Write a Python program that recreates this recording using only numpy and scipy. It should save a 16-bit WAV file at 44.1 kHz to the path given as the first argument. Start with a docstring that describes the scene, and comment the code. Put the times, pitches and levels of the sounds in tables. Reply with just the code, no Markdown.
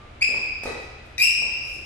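"""Footwork in an indoor sports hall. Ventilation rumbles throughout; at the start the strings of an
earlier stroke still ring. A rubber sole sticks and slips in a squeak at 0.2 s, then feet thud.
At 0.65 s a racket knocks over a faint squeak. Soles brush the floor, squeak longer at 1.2 s,
then thud and brush again. The hall answers each with early echoes and a long tail,
and a gain control ducks the loud moments."""
import sys
import numpy as np
from scipy import signal
from scipy.fft import irfft
from scipy.io import wavfile
from scipy.ndimage import uniform_filter1d

SR = 44100
rng = np.random.default_rng(int(sys.argv[2]) if len(sys.argv) > 2 else 0)


def put_to_file(sound):
    """Save the sound as 16-bit audio at rate SR, in the file named by the first command-line argument."""
    columns = np.atleast_2d(sound).T  # one column per channel
    safe = np.clip(columns, -1, 1)
    whole_steps = np.round(safe * 32767)
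    wavfile.write(sys.argv[1], SR, whole_steps.astype(np.int16))


N = 81585


def amp(db):
    return 10 ** (np.asarray(db) / 20)


def unit_rms(x):
    return x / np.sqrt(np.mean(x ** 2) + 1e-20)


def at_hz(table, hz):
    f, value = np.transpose(table)
    return np.interp(np.log(hz + 1), np.log(f + 1), value)


def add(mix, start_s, sound):
    part = mix[round(start_s * SR):][:len(sound)]
    part += sound[:len(part)]


def eq_taps(table, scale=1):
    gain_db = scale * at_hz(table, np.fft.rfftfreq(256, 1 / SR))
    return np.fft.fftshift(irfft(amp(gain_db)))


# Diffuse field: f/Hz, left-right coherence
COHERENCE = [(50, 0.97), (150, 0.89), (300, 0.84), (600, 0.1), (1500, 0.092), (10000, 0.033)]


def diffuse_noise(frame):
    """Stereo noise spectra, alike in the bass and independent in the treble."""
    f, t, (left, other) = signal.stft(rng.standard_normal((2, N)), SR, nperseg=frame)
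    shared = np.clip(at_hz(COHERENCE, f), 0, 1)[:, None]
    return f, t, np.array([left, shared * left + np.sqrt(1 - shared ** 2) * other])


# Rumble spectrum: f/Hz, relative level/dB
RUMBLE = [(12, -37), (20, -8.5), (64, -1.5), (147, -16.5), (655, -17), (1050, -23), (1200, -19.5),
          (1880, -25), (2210, -21.5), (3640, -30), (5370, -39.5), (11700, -52), (15000, -97)]
# Hum tones: f/Hz, level/dB
HUM_TONES = [(73, -50.5), (120, -51.5)]


def ventilation(rumble_db=-45):
    """Air rumble and far hall noise with a wavering hum."""
    f, _, spectra = diffuse_noise(2048)
    rumble = signal.istft(spectra * amp(at_hz(RUMBLE, f))[:, None], SR, nperseg=2048)[1][:, :N]
    hum = sum(amp(db) * wavering_tone(hz) for hz, db in HUM_TONES)
    return amp(rumble_db) * unit_rms(rumble) + hum


def wavering_tone(hz):
    drift_rad = 0.015 * np.cumsum(rng.standard_normal(N))
    return np.sin(2 * np.pi * hz * np.arange(N) / SR + drift_rad)


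def lingering_strings(hz=1185, db=-49.5, t60_s=1.2):
    """Strings of an earlier stroke dying away in the hall."""
    t = np.arange(N) / SR
    return amp(db - 60 * t / t60_s) * np.array([wavering_tone(hz), wavering_tone(hz)])


# One curve per squeak: t/s, slip f/Hz, level/dB, overtone lift/dB (clipped to +-6)
SQUEAK_CURVES = [
    [(.209, 2200, -48, 6), (.216, 2290, -28, 5), (.2195, 2340, -17, -1), (.2235, 2400, -11, -5),
     (.2255, 2640, -17, -2), (.228, 2540, -9, -2), (.2335, 2520, -23, 5), (.241, 2440, -38, 3)],
    [(.658, 1895, -52, -8), (.668, 1970, -46, 32), (.69, 1966, -42.5, -8), (.71, 1960, -58, -3)],
    [(1.177, 1864, -64, -5), (1.182, 1954, -38.5, 15.5), (1.19, 1906, -34.5, -33), (1.195, 1843, -54, -13),
     (1.201, 1985, -62, 2), (1.212, 1880, -63, 6)],
    [(1.181, 2544, -27, 5), (1.188, 2430, -28.5, -19), (1.196, 2339, -22.5, -15), (1.212, 2424, -18, -15.5),
     (1.224, 2508, -14, 3.5), (1.236, 2766, -23.5, 9.5), (1.25, 2698, -24, -3.5), (1.264, 2700, -24, -3),
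     (1.28, 2773, -24, -10), (1.3, 2792, -27, 2)],
]
# One row per squeak, harmonics 2, 3, ...: level/dB re fundamental, before lift
SQUEAK_OVERTONES = [
    [-13, -22, -29, -31.5],
    [-11, -48],
    [-1.5, -3, -18, -41, -31],
    [-10, -17, -19.5, -12.5, -20],
]


def squeak(curve, overtones_db, wobble=0.012, chatter_db=3, grit_db=-19, fade_s=0.0012):
    """Stick-slip of rubber: a gliding, chattering harmonic stack with rubbing noise."""
    times_s, hz, db, lift_db = np.transpose(curve)
    t = np.arange(times_s[0], times_s[-1], 1 / SR)
    noise = rng.standard_normal((3, len(t)))
    waver, grab = (unit_rms(uniform_filter1d(uniform_filter1d(v, 80), 80)) for v in noise[:2])
    phase = 2 * np.pi * np.cumsum(np.interp(t, times_s, hz) * (1 + wobble * waver)) / SR
    overtones = sum(amp(d) * np.sin((k + 2) * phase + k) for k, d in enumerate(overtones_db))
    grit = amp(grit_db + max(overtones_db)) * noise[2] * (1 + np.sin(phase))
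    lift = amp(np.clip(np.interp(t, times_s, lift_db), -6, 6))
    fade = np.clip(np.minimum(t - times_s[0], times_s[-1] - t) / fade_s, 0, 1)
    envelope = fade * amp(np.interp(t, times_s, db) + chatter_db * grab)
    return envelope * np.sqrt(2) * (np.sin(phase) + lift * (overtones + grit))


# Foot and racket impacts: t/s, level/dB, body f/Hz, then re body: crack/dB, ring/dB, tick/dB
IMPACTS = [(0.29, -25, 386, -8, -39, -60), (0.308, -31, 600, -20, -46, -47),
           (.327, -32.5, 500, -9, -41, -50), (.345, -24.5, 840, -32, -43, -56),
           (.635, -24.5, 520, -5, -45, -12.5), (0.6557, -21.5, 454, -15, -7, -30),
           (.6583, -21, 680, -24, -24, -40), (.672, -26.5, 1080, -11, -41, -36),
           (0.741, -32.5, 436, -30, -33, -50), (1.173, -49, 190, -22, -37, -50),
           (1.385, -35.5, 231, -36, -40, -50), (1.422, -26, 720, -33, -36, -50),
           (1.504, -60.5, 789.7, -33, -31, -42), (1.764, -37, 308, -32, -54, -50)]
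# Racket string modes: f/Hz, level/dB re ring, t60/s
STRING_MODES = [(1262, -1, 0.043), (754, -13, 0.028)]


def thud(db, body_hz, crack_db, ring_db, tick_db, crack_hz=3180, crack_s=0.012, tick_s=0.00084):
    """One push and rebound of air, a crack, a bright tick and a string ring, strong for the racket."""
    t = np.arange(4000) / SR
    half_cycles = 2 * body_hz * t
    body = np.sin(np.pi * half_cycles) * np.exp(-(half_cycles / 1.74) ** 2)
    body *= np.minimum(2 * half_cycles, 1)
    dull_noise = signal.lfilter(*signal.butter(1, crack_hz, fs=SR), rng.standard_normal(len(t)))
    crack = amp(crack_db) * dull_noise * np.exp(-t / crack_s)
    tick = amp(tick_db) * np.diff(rng.standard_normal(len(t) + 1)) * np.exp(-t / tick_s)
    ring = sum(amp(ring_db + mode_db - 60 * t / t60_s) * np.sin(2 * np.pi * hz * t)
               for hz, mode_db, t60_s in STRING_MODES)
    return amp(db) * (body + crack + ring + tick)


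# Sole brushes: t/s, length/s, level/dB
SOLE_SCUFFS = [(0.802, .07, -64), (1.037, 0.1, -71), (1.61, 0.25, -55.5)]


def scuff(length_s, db, highpass_hz=6030):
    """A sole brushes the floor: grainy hiss that rises quickly and trails off."""
    progress = np.linspace(0, 1, round(length_s * SR))
    grains = rng.standard_normal(len(progress)) * amp(3.6 * rng.exponential(1, len(progress)))
    hiss = signal.sosfilt(signal.butter(2, highpass_hz, "high", fs=SR, output="sos"), grains)
    return amp(db) * unit_rms(hiss) * np.sin(np.pi * np.sqrt(progress))


# Source balance: f/Hz, left minus right/dB
BALANCE = [(300, 0.5), (2500, 0.5), (5000, 12), (9000, 4), (13000, 3.5)]
# Early echoes: delay/s, left/dB, right/dB, right lag/samples
EARLY_ECHOES = [(.0045, -9, -9, 3), (.012, -12, -9, -8), (.0195, -1, -7, 12), (.031, -13, -9, -15)]
# Tail decay: f/Hz, t60/s
TAIL_DECAY = [(100, 0.4), (400, 0.77), (1200, 1.2), (2500, 1.387), (5000, 1.25), (8000, 0.7), (13000, 0.42)]
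# Tail spectrum: f/Hz, relative level/dB
TAIL_SPECTRUM = [(300, 2), (2500, -2), (6000, 0.5), (10000, 1), (14000, -6.5)]


def hall(x, wet_db, echo_db=0, right_lag_samples=4, tail_rise_s=0.019, tail_lean=0.42):
    """Direct sound leaning left, early echoes, then a diffuse tail dying band by band."""
    left, right = (signal.oaconvolve(x, eq_taps(BALANCE, side), "same") for side in (0.5, -0.5))
    early = np.array([left, np.roll(right, right_lag_samples)])
    for delay_s, left_db, right_db, lag_samples in EARLY_ECHOES:
        add(early[0], delay_s, amp(left_db + echo_db) * left)
        add(early[1], delay_s + lag_samples / SR, amp(right_db + echo_db) * right)
    f, t, spectra = diffuse_noise(512)
    spectra *= amp(at_hz(TAIL_SPECTRUM, f)[:, None] - 60 * t / at_hz(TAIL_DECAY, f)[:, None])
    spectra *= amp(np.outer([0.5, -0.5], tail_lean * at_hz(BALANCE, f)))[:, :, None]
    tail = signal.istft(spectra, SR, nperseg=512)[1][:, :N]
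    tail *= np.minimum(np.arange(N) / SR / tail_rise_s, 1) ** 2
    tail *= np.sqrt(2) / np.linalg.norm(tail)
    return early + amp(wet_db) * signal.fftconvolve(x[None], tail, axes=1)[:, :N]


def scene():
    """Soles and impacts in the hall, over the ventilation and the lingering strings."""
    soles, impacts = np.zeros((2, N))
    for curve, overtones_db in zip(SQUEAK_CURVES, SQUEAK_OVERTONES):
        add(soles, curve[0][0], squeak(curve, overtones_db))
    for start_s, length_s, db in SOLE_SCUFFS:
        add(soles, start_s, scuff(length_s, db))
    for start_s, *impact in IMPACTS:
        add(impacts, start_s, thud(*impact))
    play = hall(soles, wet_db=3) + hall(impacts, wet_db=4.5, echo_db=-7)
    return play + ventilation() + lingering_strings()


def gain_control(x, knee_db=-28.5, slope=0.23, sense_s=0.051, release_db_per_s=63):
    """Ducks both channels by a share of the held level above the knee."""
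    pole = np.exp(-1 / (sense_s * SR))
    power_db = 10 * np.log10(signal.lfilter([1 - pole], [1, -pole], (x ** 2).mean(0)) + 1e-12)
    fall_db = np.arange(N) * release_db_per_s / SR
    held_db = np.maximum.accumulate(power_db + fall_db) - fall_db
    over_db = np.maximum(held_db - knee_db, 0)
    return x / amp(slope * uniform_filter1d(over_db, size=400))


# Microphone response: f/Hz, gain/dB
MIC_RESPONSE = [(100, -0.5), (9000, 0.5), (12000, -4), (13500, -9.5), (14300, -19), (15000, -26)]


def record(dry):
    """Gain control, microphone colour, then a steep band limit."""
    coloured = signal.oaconvolve(gain_control(dry), eq_taps(MIC_RESPONSE)[None], "same")
    lowpass = signal.firwin(511, cutoff=14850, window=("kaiser", 9), fs=SR)
    return signal.oaconvolve(coloured, lowpass[None], "same")


dry = scene()
out = record(dry)
put_to_file(out)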